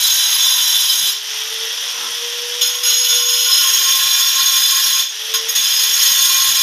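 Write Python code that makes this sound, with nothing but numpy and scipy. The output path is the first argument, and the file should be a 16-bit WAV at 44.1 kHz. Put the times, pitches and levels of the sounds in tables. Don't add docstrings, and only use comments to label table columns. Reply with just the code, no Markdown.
import sys
import numpy as np
from scipy import signal
from scipy.fft import rfft, irfft
from scipy.io import wavfile
from scipy.ndimage import uniform_filter1d

SR = 44100
rng = np.random.default_rng(int(sys.argv[2]) if len(sys.argv) > 2 else 0)


def waveform_to_disk(signal):
    frames = np.transpose(np.atleast_2d(signal))
    scaled = np.clip(frames, -1, 1) * 32767
    samples = np.round(scaled).astype(np.int16)
    wavfile.write(sys.argv[1], SR, samples)


def voltage_ratio(decibels):
    exponent = np.asarray(decibels, float) / 20
    return 10 ** exponent


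N = 291942

SHALLOW_FROM_S, DEEP_FROM_S, SINKING_S = 2.0, 3.7, 0.32
BRIEF_S = .3


def rms_one(x):
    return x / np.sqrt(np.mean(x ** 2) + 1e-20)


def in_time(rows):
    s, *columns = np.transpose(rows)
    return [np.interp(np.arange(N) / SR, s, column) for column in columns]


def drift(rate_hz):
    r = np.exp(-80 * np.pi * rate_hz / SR)
    slow = signal.lfilter([1], [1, -2 * r, r * r], rng.standard_normal(N // 40 + 2002))
    slow = slow[2000:]
    return np.interp(np.arange(N) / 40, np.arange(len(slow)), rms_one(slow))


def resonate(x, hz, width_hz):
    r = np.exp(-np.pi * max(width_hz, 4) / SR)
    return signal.lfilter([(1 - r * r) / 2, 0, (r * r - 1) / 2], [1, -2 * r * np.cos(2 * np.pi * hz / SR), r * r], x)


def resonate_twice(x, hz, width_hz, second_width_hz):
    return resonate(resonate(x, hz, width_hz), hz, second_width_hz)


def coloured(x, spectrum):
    hz, db = np.transpose(spectrum)
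    grid_hz = np.fft.rfftfreq(N, 1 / SR) + 1
    gain = voltage_ratio(np.interp(np.log(grid_hz), np.log(hz), db))
    return rms_one(irfft(rfft(x) * gain, N))


def grit(per_s, spread_db):
    sizes = voltage_ratio(spread_db * np.minimum(rng.exponential(1, N), 4)) * rng.choice([-1, 1], N)
    return rms_one(sizes * (rng.random(N) < per_s / SR))


# [lands t/s, lifts t/s, contact level/dB, top modes over contact level/dB,
# slab ring at first level/dB]
CUTS = [
    (-1.0, 1.1, -17, 0, -60),
    (2.611, 2.693, -11.5, 1, -40),
    (2.738, 2.815, -27, 6, -44),
    (2.83, 5.005, -13.3, -2, -50),
    (5.337, 5.358, -14, -6, -30),
    (5.486, 5.518, -26, 10, -42),
    (5.55, 7.0, -13.3, -2, -46),
    (6.0, 7.0, -34, 8, -60),
]
# [t/s, level/dB]
HAND_PRESSURE = [(0, 0), (.2, 1), (1.05, -1), (2.83, -7), (2.86, -.5), (2.93, -1.5), (2.96, -4.5),
                 (3.05, -1), (3.2, -1.5), (3.27, -5.5), (3.33, -1), (3.43, -1.5), (3.6, 1.5), (4.6, -1),
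                 (5.0, -.5), (5.62, -2), (5.8, .5), (6.62, 0)]


def passes():
    bite_s, lift_db_per_s, bounce_db_per_s, top_lift_db_per_s = .003, 135., 330., 150.
    slab_full_db, slab_builds_s, slab_waver_db = -31, .45, 2.5
    t = np.arange(N) / SR
    contact, top, ring = np.full((3, N), 1e-6)
    for lands, lifts, db, top_db, slab_db in CUTS:
        bite = np.clip((t - lands) / bite_s, 0, 1)
        after = np.maximum(t - lifts, 0)
        fall_db_per_s = lift_db_per_s if lifts - lands > BRIEF_S else bounce_db_per_s
        hold = bite * voltage_ratio(-after * fall_db_per_s)
        still_to_grow = np.exp(-np.clip(t - max(lands, 0), 0, 9) / slab_builds_s)
        growing_db = slab_full_db + (slab_db - slab_full_db) * still_to_grow
        contact = contact + voltage_ratio(db) * hold
        top = top + voltage_ratio(db + top_db - top_lift_db_per_s * after) * hold
        if lands > SHALLOW_FROM_S and db > -30:
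            ring = ring + voltage_ratio(growing_db - top_lift_db_per_s * after) * hold
    contact_db, top_db, ring_db = 20 * np.log10([contact, top / contact, ring])
    return contact_db + in_time(HAND_PRESSURE)[0], top_db, ring_db + slab_waver_db * drift(6.0)


# [f/Hz, width f/Hz, level/dB]
EDGE_MODES = [(1010, 120, -19), (1600, 150, -19), (2350, 30, -14), (3090, 61, -2), (3280, 45, -5),
              (3520, 67, 0), (3950, 69, 1), (4390, 43, -10), (4770, 32, -14), (5050, 62, -1),
              (5610, 63, -3), (6500, 50, 0), (7200, 43, -7), (7960, 73, -22), (8340, 42, -17),
              (9110, 43, -12), (9860, 48, -13), (10500, 57, -9), (11200, 48, -5), (11900, 50, -8),
              (12800, 90, -15), (13600, 57, -14), (13900, 140, -11), (14200, 34, -8), (15000, 55, -19),
              (15400, 65, -19)]
# [f/Hz, width f/Hz, level/dB]
SHALLOW_MODES = [(1440, 62, -19), (2410, 28, -18), (2730, 26, -14), (3000, 73, -6), (3270, 33, -4),
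                 (3500, 92, -4), (4050, 52, -7), (4320, 22, -9), (5110, 55, -1), (5520, 55, -5),
                 (5820, 90, -13), (6410, 35, -8), (6620, 41, 0), (7100, 35, -15), (8130, 58, -25),
                 (8460, 45, -19), (8980, 30, -11), (9440, 29, -19), (10100, 34, -11), (10600, 42, -11),
                 (11100, 33, -8), (11500, 49, -17), (11800, 95, -19), (12200, 42, -11), (12600, 28, -25),
                 (13000, 39, -12), (13400, 26, -14), (13700, 62, -12), (14500, 48, -14), (15100, 96, -22)]
# [f/Hz, width f/Hz, level/dB]
DEEP_MODES = [(1670, 150, -19), (1940, 42, -17), (2410, 27, -15), (3130, 57, -7), (3500, 69, -3),
              (4010, 77, -8), (4340, 44, -11), (5050, 70, -4), (5580, 35, -3), (6550, 46, 0),
              (6920, 24, -18), (7170, 58, -13), (8050, 86, -26), (8390, 51, -18), (9060, 69, -16),
              (9600, 63, -20), (9950, 85, -16), (10500, 44, -11), (11200, 55, -14), (11600, 98, -18),
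              (12000, 150, -17), (12900, 63, -13), (13500, 48, -16), (13900, 120, -13), (14300, 130, -13),
              (15000, 89, -25), (15400, 50, -22)]
# [f/Hz, level/dB]
DISC_RADIATION = [(1500, -3), (3300, -3.5), (4300, -2.5), (5300, -3), (6600, -1.5), (8000, -1.5),
                  (11000, -0.5), (13500, 0), (15500, -8)]
# [f/Hz, level/dB per Hz]
DUST_SPECTRUM = [(150, -73), (250, -48.5), (755, -39.5), (1050, -27.5), (2240, -9.5), (3450, 6.5),
                 (4630, -17.5), (4960, -3), (6000, -7.5), (6650, 7), (7900, -36.5), (14000, -4),
                 (15500, -13)]


def disc(contact_db, top_db):
    t = np.arange(N) / SR
    deep = np.clip((t - DEEP_FROM_S) / SINKING_S + .5, 0, 1)
    seats = [(EDGE_MODES, 1. * (t < SHALLOW_FROM_S)),
             (SHALLOW_MODES, (t >= SHALLOW_FROM_S) * (1 - deep)),
             (DEEP_MODES, deep)]
    chips = grit(9000., spread_db=3.5) * voltage_ratio(1.18 * drift(68.0))
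    touch = landings(decay_s=0.017)
    low_drive = chips * (voltage_ratio(contact_db) + touch)
    top_drive = chips * (voltage_ratio(contact_db + top_db) + 0.6 * touch)
    grips = [voltage_ratio(1.2 * drift(1.5)) for k in range(5)]
    carry_hz, carry_db = np.transpose(DISC_RADIATION)
    out = np.zeros(N)
    for modes, share in seats:
        live = np.flatnonzero(share > 0)
        span = slice(live[0], live[-1] + 4000)
        for k, (hz, width_hz, db) in enumerate(modes):
            is_top = hz > 7400
            drive = (top_drive if is_top else low_drive) * grips[k % 5] * np.sqrt(share)
            drive = drive[span] + 1e-18
            spread_hz = 1.77 * width_hz
            loss_hz = width_hz * (.55 if hz < 7400 else .7)
            mode_db = db + 18 + np.interp(np.log(hz), np.log(carry_hz), carry_db)
            ring = resonate(drive, hz, loss_hz) + 0.38 * resonate_twice(drive, hz, spread_hz, spread_hz)
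            out[span] += (-1) ** k * voltage_ratio(mode_db) * ring
    dust = coloured(grit(12000., spread_db=-0.5), DUST_SPECTRUM)
    return out + (voltage_ratio(contact_db - 10) + .6 * landings(decay_s=.005)) * dust


# [t/s, turns f/Hz, rotor tone level/dB, housing hum level/dB]
MOTOR_RUN = [(0.9, 395, -66, -66), (1.2, 427, -56, -62), (1.45, 442, -42, -50), (1.65, 451, -37, -48),
             (1.74, 459, -48, -45), (2.43, 480, -35, -50), (2.72, 487, -44, -55), (3.0, 487, -43, -53),
             (3.38, 479, -40, -43), (3.7, 455, -52, -53), (3.84, 449, -46, -53), (4.3, 436, -66, -58),
             (5.04, 427, -66, -62), (5.23, 440, -43, -47), (5.47, 453, -36, -47), (5.61, 456, -64, -62),
             (5.88, 447, -47, -56), (6.05, 430, -66, -58)]
# [f/Hz, level/dB per Hz]
FAN_SPECTRUM = [(150, -82), (250, -41), (418, -24.5), (463, -24), (667, -25), (935, -16.5), (1250, -15),
                (1950, -9), (2190, -14), (3350, 1.5), (4290, -12), (5750, -2), (8300, -28), (10800, -63),
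                (18300, -120)]
# [f/Hz, width f/Hz, level/dB]
HOUSING_MODES = [(8950, 700, -3), (9800, 350, -9), (10450, 350, -1), (11150, 600, -1), (11900, 150, 0),
                 (12500, 200, -5), (12980, 150, 0), (14000, 2500, -13)]


def motor(contact_db):
    fan_db, fan_choke_db, fan_recovers_s = -23.0, -7.5, .12
    load_roar_db, edge_roar_db = -9.5, 4.0
    hum_hz, hum_width_hz = 546, 16
    turns, tone_db, hum_db = in_time(MOTOR_RUN)
    recovery = int(fan_recovers_s * SR)
    loaded = uniform_filter1d(1. * (contact_db > -25), size=recovery * 2 + 1, origin=recovery)
    on_edge = np.arange(N) < SHALLOW_FROM_S * SR
    fan = voltage_ratio(fan_db + fan_choke_db * loaded ** 2)
    roar = voltage_ratio(contact_db + load_roar_db + edge_roar_db * on_edge)
    air = np.hypot(fan, roar)

    phase = 2 * np.pi * np.cumsum(uniform_filter1d(turns, size=3000) + 1.06 * drift(23.0)) / SR
    level = voltage_ratio(tone_db + 1.0 + 2.2 * drift(12.))
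    tone = np.sqrt(2) * level * (np.sin(phase) + voltage_ratio(-14.0) * np.sin(2 * phase))

    rattle = grit(6000., spread_db=1.5) * voltage_ratio(0.4 * drift(21.0) + 0.72 * drift(40.0))
    whir = grit(7600.0, spread_db=5.0)
    housing = np.zeros(N)
    for hz, width_hz, db in HOUSING_MODES:
        housing += voltage_ratio(db + 1.3 * drift(8.)) * resonate_twice(whir, hz, width_hz, 1.3 * width_hz)
    hiss = coloured(rattle, FAN_SPECTRUM) + voltage_ratio(-12) * rms_one(housing)
    hum = rms_one(resonate_twice(rng.standard_normal(N), hum_hz, hum_width_hz, 80.))
    return tone + air * hiss + voltage_ratio(hum_db - 2.5) * hum


def ground():
    shake_db, shallow_db, lumps_db, idle_db = -58, -19, 4.0, -82
    t = np.arange(N) / SR
    band = signal.butter(2, [60., 220.], "band", fs=SR, output="sos")
    lumps = signal.sosfilt(band, grit(260., spread_db=2.5))
    pressed = np.zeros(N)
    for lands, lifts, *_ in CUTS:
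        if lifts - lands > BRIEF_S:
            pressed += (t > lands) * (t < lifts)
    shallow = (t >= SHALLOW_FROM_S) * np.clip((DEEP_FROM_S - t) / SINKING_S * 4 - 1, 0, 1)
    level_db = shake_db + shallow_db * shallow + lumps_db * drift(9.0)
    return (pressed * voltage_ratio(level_db) + voltage_ratio(idle_db)) * rms_one(lumps)


def concrete_room(x, t60, level_db):
    t = np.arange(SR // 2) / SR
    tail = rng.standard_normal(len(t)) * voltage_ratio(-60 * t / t60) * (t > .008)
    tail = signal.lfilter([1], [1, -.4], tail)
    return voltage_ratio(level_db) * signal.fftconvolve(x, tail / np.sqrt(np.sum(tail ** 2)))[:N]


# [f/Hz, width f/Hz, level/dB]
SCRAPE_MODES = [(239, 57, -0.5), (370, 33, 1), (1040, 200, 14.5), (1310, 170, 13)]
# [f/Hz, width f/Hz, level/dB]
UPPER_PLATE_MODES = [(1410, 60, -6), (2410, 25, -5)]


def slab(ring_db):
    nudge_s, nudge_db, rise_db_per_s, fall_db_per_s = 2.05, -49, 70., 170.
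    plate_hz, plate_width_hz = 1071, 16
    scrape = grit(900., spread_db=0.5)
    thud = np.zeros(N)
    for hz, width_hz, db in SCRAPE_MODES:
        thud += voltage_ratio(db) * rms_one(resonate_twice(scrape, hz, width_hz, 2 * width_hz))
    since = np.arange(N) / SR - nudge_s
    thud_db = nudge_db + np.minimum(rise_db_per_s * since, -fall_db_per_s * since)

    shake = rng.standard_normal(N)
    ring = rms_one(resonate_twice(shake, plate_hz, plate_width_hz, 100.0))
    ring /= (uniform_filter1d(ring ** 2, size=1500) + 0.068) ** .25
    for hz, width_hz, db in UPPER_PLATE_MODES:
        ring += voltage_ratio(db) * rms_one(resonate_twice(shake, hz, width_hz, 2.9 * width_hz))
    return voltage_ratio(ring_db - 2.5) * ring + voltage_ratio(thud_db) * thud


# [t/s, peak level/dB]
RIM_LANDINGS = [
    (2.612, -7),
    (2.7394, -18),
    (2.83, -17),
    (2.8959, -13),
    (3.2844, -14.5),
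    (5.339, -7.5),
    (5.486, -10),
    (5.5508, -9),
    (6.0177, -8.5),
]


def landings(decay_s):
    t = np.arange(N) / SR
    spray = np.zeros(N)
    for s, db in RIM_LANDINGS:
        spray += voltage_ratio(db - 4.5) * (t >= s) * np.exp(-np.maximum(t - s, 0) / decay_s)
    return spray


def scene():
    contact_db, top_db, ring_db = passes()
    dry = disc(contact_db, np.maximum(top_db, -30)) + motor(contact_db) + slab(ring_db)
    wet = dry + concrete_room(dry, t60=0.16, level_db=-10)
    wet = signal.sosfilt(signal.butter(4, 140., "high", fs=SR, output="sos"), wet)
    return np.tile(wet + ground(), (2, 1))


def band_limit(x):
    return signal.sosfilt(signal.butter(12, 15950, fs=SR, output="sos"), x)


def record(dry):
    bent = dry / (1 + (np.abs(dry) / .82) ** 6) ** (1 / 6)
    bass_cut = signal.sosfilt(signal.butter(1, 80., "high", fs=SR, output="sos"), bent)
    top_cut = signal.sosfilt(signal.ellip(12, .5, 70, 15480, fs=SR, output="sos"), bass_cut)
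    return band_limit(top_cut)


dry = scene()
out = record(dry)
waveform_to_disk(out)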